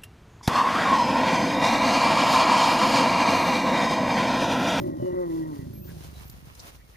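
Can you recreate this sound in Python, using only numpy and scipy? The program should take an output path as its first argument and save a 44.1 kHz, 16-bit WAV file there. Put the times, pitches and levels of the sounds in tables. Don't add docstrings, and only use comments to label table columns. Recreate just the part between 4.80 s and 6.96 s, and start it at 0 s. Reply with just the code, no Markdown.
import sys
import numpy as np
from scipy import signal
from scipy.fft import rfft, irfft, next_fast_len
from scipy.io import wavfile
from scipy.ndimage import map_coordinates

SR = 44100
rng = np.random.default_rng(int(sys.argv[2]) if len(sys.argv) > 2 else 0)


def generate_wav(signal):
    frames = np.transpose(np.atleast_2d(signal))
    scaled = np.clip(frames, -1, 1) * 32767
    pcm = np.round(scaled).astype(np.int16)
    wavfile.write(sys.argv[1], SR, pcm)


N = 95476
TIME = np.arange(N) / SR
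SPLIT = np.array([[.5], [-.5]])


def amp(db):
    return 10 ** (np.asarray(db) / 20)


def unit(x):
    return x / np.sqrt(np.mean(x ** 2) + 1e-20)


def panned(db):
    return amp(db * SPLIT)


def along(points, hz):
    f, v = np.transpose(points)
    return np.interp(np.log(hz + 1), np.log(f + 1), v)


def curves(rows):
    times, *columns = np.transpose(rows)
    return [np.interp(TIME, times, column) for column in columns]


def wobble(rate):
    return map_coordinates(rng.standard_normal(4096), [TIME * rate], mode="wrap")


def burst(peak_s, rise_s, fall_s):
    t = TIME - peak_s
    return np.exp(np.minimum(t / rise_s, -t / fall_s))


def filtered(x, response):
    size = next_fast_len(N + SR // 2)
    return irfft(rfft(x, size) * response(np.fft.rfftfreq(size, 1 / SR)), size)[..., :N]


def resonant(x, hz, width_hz):
    return unit(filtered(x, lambda f: (1j * f * width_hz / (hz * hz - f * f + 1j * f * width_hz)) ** 2))


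def ringing(x, colour):
    size = 8192
    hz = np.fft.rfftfreq(size, 1 / SR)
    gain = amp(along(colour, hz)) / (1 + (hz / colour[-1][0]) ** 2)
    cepstrum = irfft(np.log(gain + 1e-6))
    cepstrum[1:size // 2] *= 2
    cepstrum[size // 2 + 1:] = 0
    impulse = irfft(np.exp(rfft(cepstrum)))
    return unit(signal.fftconvolve(x, impulse)[:N])


def stereo(mid, side, side_db):
    return unit(np.array([mid + amp(side_db) * side, mid - amp(side_db) * side]))


def rush(colour, side_db, grain_db):
    pair = rng.standard_normal((2, N)) * amp(grain_db * wobble(700))
    mid, side = filtered(pair, lambda hz: amp(along(colour, hz)))
    return stereo(mid, side, side_db)


def crackle(colour, side_db, breaks_per_s=450, share=.55):
    breaks = (rng.random(N) < breaks_per_s / SR) * rng.standard_normal((2, N))
    mid, side = [ringing(x, colour) for x in breaks]
    grains = stereo(mid, side, side_db)
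    return np.sqrt(share) * grains + np.sqrt(1 - share) * rush(colour, side_db, grain_db=2.5)


def throbs(rate_hz, scatter, size_db, turbulence):
    turns = np.cumsum(rate_hz * (1 + scatter * wobble(30))) / SR
    pulses = np.diff(np.floor(turns), prepend=0) * amp(size_db * wobble(39.06))
    return unit(pulses) + turbulence * rng.standard_normal(N)


def rumble():
    # f/Hz, level/dB
    colour = [(20, -42), (35, -22), (54, 19), (75, -8), (120, -18), (250, -7.5), (600, -45), (2000, -59)]
    # t/s, level/dB
    swell = [(0, -57), (.7, -54), (1.2, -56), (1.6, -53), (2.16, -57.5)]
    bed = rush(colour, side_db=1.0, grain_db=-4)
    return bed * amp(curves(swell)[0] + wobble(4.2)) * panned(6.5)


def bird(blur=.013):
    # t/s, length/s, start f/Hz, end f/Hz, level/dB
    whistles = [(0.169, 0.17, 3070, 2820, -62.5), (0.948, 0.041, 2460, 2320, -63.5),
                (1.01, 0.047, 2500, 2770, -65.5), (1.989, 0.11, 2389, 2050, -69)]
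    out = np.zeros(N)
    for start, length, start_hz, end_hz, db in whistles:
        progress = np.clip((TIME - start) / length, 0, 1)
        hz = (start_hz + (end_hz - start_hz) * progress) * (1 + blur * wobble(400))
        out += amp(db) * np.sin(np.pi * progress) * np.sin(2 * np.pi * np.cumsum(hz) / SR)
    return out


def far_calls():
    # t/s, length/s, centre f/Hz, width/Hz, level/dB
    calls = [(1.075, 0.047, 1620, 450, -56), (1.333, 0.085, 3970, 350, -61), (1.644, .085, 1040, 128, -65),
             (1.975, 0.058, 1920, 300, -66.5), (2.133, 0.066, 1970, 350, -60.5)]
    out = np.zeros(N)
    for start, length, hz, width_hz, db in calls:
        progress = np.clip((TIME - start) / length, 0, 1)
        out += amp(db) * np.sin(np.pi * progress) * resonant(rng.standard_normal(N), hz, width_hz)
    return out


def whines(edge_s=.0022, left_lead_rad=.28):
    # t/s, length/s, f/Hz, level/dB
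    tones = [(-.045, .085, 13450, -53), (.932, .085, 12462, -52), (1.015, .085, 14524, -50),
             (1.445, .085, 13450, -55)]
    out = np.zeros((2, N))
    for start, length, hz, db in tones:
        gate = np.clip(np.minimum(TIME - start, start + length - TIME) / edge_s, 0, 1)
        out += amp(db) * gate * np.sin(2 * np.pi * hz * TIME + left_lead_rad * SPLIT)
    return out


def grass_swish(gain_db=5, flutter_db=.8):
    # f/Hz, level/dB
    colour = [(250, 15.5), (600, 15), (1500, 7.5), (2600, 5), (4200, 7), (6300, 6), (8000, -1.5),
              (10000, 6.5), (12000, -5), (14500, 9.5), (15500, -23)]
    # t/s, level/dB before gain_db
    waves = [(0, -58.5), (.06, -59.5), (.14, -67), (.25, -60.5), (.37, -65.5), (.41, -60.5), (.47, -63),
             (.52, -56.5), (.57, -57.5), (.66, -64), (.76, -57.5), (.84, -62.5), (.93, -61), (1.02, -66.5),
             (1.1, -57.5), (1.17, -58.5), (1.245, -52.5), (1.32, -60.5), (1.37, -58), (1.43, -55),
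             (1.46, -61), (1.59, -60.5), (1.635, -66), (1.68, -58.5), (1.72, -62.5), (1.82, -56.5),
             (1.885, -51), (1.915, -59), (1.96, -59.5), (2.03, -67.5), (2.1, -64), (2.16, -65)]
    blades = rush(colour, side_db=-1.5, grain_db=1.5)
    return blades * amp(curves(waves)[0] + gain_db + flutter_db * wobble(59.84))


def grass_crush():
    # peak t/s, level/dB, rise/s, fall/s
    scuffs = [(1.091, -60, 0.0076, 0.013), (1.245, -58.5, 0.021, 0.057), (1.41, -61, 0.035, 0.15),
              (1.69, -58.5, 0.033, 0.022), (1.868, -52, 0.037, 0.044), (2.17, -59, 0.022, .03)]
    # peak t/s, level/dB
    crunches = [(1.211, -55), (1.298, -52), (1.433, -51), (1.584, -57), (1.702, -56), (1.952, -52)]
    # f/Hz, level/dB
    colour = [(100, -30), (300, 2), (550, 1.5), (1100, 8), (1700, 5), (2800, 4.5), (5000, -12.5),
              (9000, -13)]
    pressure = amp(-65.5) * np.interp(TIME, (.8, 1.05), (0, 1))
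    pressure += sum(amp(db) * burst(s, rise, fall) for s, db, rise, fall in scuffs)
    pressure += sum(amp(db) * burst(s, rise_s=.00069, fall_s=.0031) for s, db in crunches)
    return crackle(colour, side_db=8) * pressure * panned(-3)


def stalk_snaps(rise_s=.00069):
    # peak t/s, level/dB, decay/s, low-pass f/Hz
    snaps = [(1.481, -51, 0.0024, 12000), (1.499, -39.5, 0.0028, 12200), (1.751, -47.5, 0.0067, 10300),
             (1.795, -43.5, .003, 7540), (1.8, -43.5, 0.01, 8040)]
    # f/Hz, level/dB
    colour = [(500, -30), (2500, -19), (4200, 5.5), (6300, 4.5), (8500, 1), (15000, 17.5)]
    crack = rush(colour, side_db=-1.5, grain_db=1.0)
    out = np.zeros((2, N))
    for peak_s, db, decay_s, top_hz in snaps:
        dulled = unit(filtered(crack, lambda f: 1 / (1 + (f / top_hz) ** 8)))
        out += amp(db) * burst(peak_s, rise_s, decay_s) * dulled
    return out


def rasp():
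    # t/s, level/dB
    envelope = [(0, -29), (.06, -31), (.15, -30.5), (.195, -35), (.235, -31), (.28, -48), (.335, -30.5),
                (.38, -48), (.7, -41.5), (.8, -47.5), (1.2, -50.5), (1.5, -84)]
    # f/Hz, level/dB
    colour = [(40, -22), (75, -10), (105, 0), (160, -0.5), (210, -8), (265, 1.5), (350, 2.5), (460, -19.5),
              (530, -12), (580, 0), (670, -15), (1100, -28), (1600, -104)]
    pulses = throbs(rate_hz=44, scatter=.2, size_db=3.0, turbulence=1.0)
    return ringing(pulses, colour) * amp(curves(envelope)[0])


def growl(rate_hz=31.5, slowing_hz_per_s=5.5, darken_s=(.66, 1.32)):
    # t/s, level/dB
    envelope = [(.74, -58), (.79, -39.5), (.86, -38), (.95, -41), (1.1, -41), (1.22, -44), (1.35, -45),
                (1.52, -46.5), (1.67, -47), (1.76, -56.5), (1.94, -55), (2.03, -53.5), (2.16, -61)]
    # f/Hz, level/dB
    early = [(35, -22), (70, -6.5), (110, -3), (170, -1.5), (240, -16.5), (300, -12), (360, -4.5),
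             (450, -21.5), (600, -27), (1000, -61)]
    # f/Hz, level/dB
    late = [(30, -41.5), (60, 4), (90, -4.5), (150, -3), (220, -14), (350, -15), (500, -26.5),
            (1000, -60.5)]
    pulses = throbs(rate_hz - slowing_hz_per_s * TIME, scatter=.0293, size_db=.5, turbulence=.5)
    dark = np.interp(TIME, darken_s, (0, 1))
    tail = (1 - dark) * ringing(pulses, early) + dark * ringing(pulses, late)
    return tail * amp(curves(envelope)[0])


def hoarseness(phase, nasal_hz=1930, width_hz=170, flutter_db=2.5):
    # t/s, level/dB
    nasal_bursts = [(0, -70), (.05, -61), (.21, -71), (.24, -58), (.3, -63), (.335, -57), (.358, -67),
                    (.375, -52), (.404, -64), (.434, -56), (.485, -68), (.505, -60), (.536, -71),
                    (.564, -62), (.59, -69), (.654, -59), (.71, -75), (.75, -65), (.78, -73), (.805, -61),
                    (.87, -77), (1.2, -100)]
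    # t/s, level/dB
    breath_envelope = [(0, -56), (.19, -57), (.27, -50), (.36, -50), (.47, -56), (.56, -55), (.75, -56),
                       (.82, -65), (1.0, -76), (1.3, -100)]
    # f/Hz, level/dB
    breath_colour = [(380, -32), (500, -17), (700, -1), (880, 2), (1050, 4), (1300, -7), (1500, -6),
                     (1750, -24), (2300, -26), (3000, -67)]
    air = rng.standard_normal(N) * (1 + np.cos(phase))
    buzz = sum(np.cos(k * phase) for k in range(9, 16))
    nasal = unit(resonant(buzz, nasal_hz, width_hz) + resonant(air, nasal_hz, width_hz))
    nasal *= amp(curves(nasal_bursts)[0] + flutter_db * wobble(109.7))
    breath = unit(filtered(air, lambda f: amp(along(breath_colour, f))))
    return nasal + breath * amp(curves(breath_envelope)[0])


def overtones(phase, pitch_hz, closing_s=(.54, .46), flutter_db=2, ragged_rad=.02):
    # f/Hz, gain/dB
    throat_open = [(550, -4), (720, -4), (900, -3), (1090, -4), (1270, -8), (1450, -16), (1700, -21),
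                   (2300, -36), (3000, -70)]
    # f/Hz, gain/dB
    throat_closed = [(500, -6), (630, -2), (790, -11), (930, -2), (1000, -2), (1120, -13), (1300, -15),
                     (1600, -26), (3000, -70)]
    # t/s, level/dB
    drive = [(0, -57), (.19, -58), (.26, -52), (.34, -52), (.385, -46), (.45, -46), (.5, -49), (.56, -49.5),
             (.72, -51), (.8, -64), (1.0, -78), (1.3, -103)]
    closed = np.interp(TIME, closing_s, (0, 1))
    out = np.zeros(N)
    for k in range(4, 11):
        db = (1 - closed) * along(throat_open, k * pitch_hz) + closed * along(throat_closed, k * pitch_hz)
        gain = np.sqrt(2) * amp(db + flutter_db * wobble(58.6))
        out += gain * np.sin(k * (phase + ragged_rad * wobble(150)))
    return out * amp(curves(drive)[0])


def voice(jitter=.006, shake_rad=.16, shimmer_db=.7, shake_db=3.5):
    # t/s, f/Hz
    glide = [(0, 354), (.08, 360), (.16, 342), (.2, 346), (.255, 367), (.295, 363), (.325, 352),
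             (.355, 364), (.41, 362), (.475, 336), (.52, 327), (.57, 325), (.65, 315), (.72, 302),
             (.8, 273), (.9, 239), (1.0, 205), (1.11, 165), (1.27, 151), (1.4, 131), (1.9, 89)]
    # t/s, roughness/0-1
    roughness = [(0, .8), (.2, .7), (.27, .4), (.325, .9), (.37, .2), (.44, .2), (.48, .5), (.55, .3),
                 (.7, .35), (.78, .7), (.86, 1)]
    # t/s, first level/dB, second level/dB, third level/dB
    envelopes = [(0, -29, -37, -41), (.08, -86, -39.5, -43.5), (.12, -43, -41, -60), (.19, -42, -42.5, -52),
                 (.235, -45, -32, -41), (0.284, -46, -28, -30.5), (.33, -48, -32, -43.5),
                 (.39, -41, -27, -29.5), (.43, -46, -29, -33), (.48, -39.5, -32, -48.5),
                 (.56, -42.5, -26.5, -45), (0.629, -38.5, -31.5, -54), (.73, -42.5, -37, -47.5),
                 (.78, -60, -44.5, -48), (.91, -65, -44.5, -67), (1.0, -64, -47.5, -69),
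                 (1.13, -67, -45.5, -80), (1.4, -52, -57, -96), (1.9, -61.5, -59.5, -103)]
    # t/s, noisy share/0-1
    breakup = [(.44, .03), (.5, .55), (.6, .8)]
    pitch_hz = curves(glide)[0] / 2
    rough, = curves(roughness)
    phase = 2 * np.pi * np.cumsum(pitch_hz * (1 + jitter * wobble(69.1))) / SR
    shaken = phase + shake_rad * rough * wobble(110)
    depth_db = shimmer_db + shake_db * rough ** 2
    partials = [np.sqrt(2) * amp(depth_db * wobble(70)) * np.sin(k * shaken) for k in (1, 2, 3)]
    broken, = curves(breakup)
    noise_band = wobble(120) * np.sin(3 * phase) + wobble(120) * np.cos(3 * phase)
    partials[2] = np.sqrt(1 - broken) * partials[2] + np.sqrt(broken) * noise_band
    clear = sum(amp(db) * partial for db, partial in zip(curves(envelopes), partials))
    return clear + overtones(shaken, pitch_hz) + hoarseness(phase)


def from_left(x):
    # f/Hz, phase/rad
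    lead = [(40, 0), (105, .55), (165, 1.05), (240, 1.35), (350, 1.6), (550, 2.3), (720, 2.7), (1000, 2.55),
            (1270, 3.2), (1450, 3.9), (1950, 5.3), (3000, 6.3)]
    # f/Hz, left minus right level/dB
    balance = [(60, -2.8), (200, -2.4), (380, 1), (550, 1.3), (1290, 3), (2000, -4)]
    return filtered(x, lambda hz: panned(along(balance, hz)) * np.exp(1j * SPLIT * along(lead, hz)))


def scene():
    moan = from_left(voice() + rasp() + growl())
    grass = grass_swish() + grass_crush() + stalk_snaps()
    yard = bird() + rumble() + far_calls() + whines()
    return moan + grass + yard


def record(dry):
    return filtered(dry, lambda hz: hz < 15600)


dry = scene()
out = record(dry)
generate_wav(out)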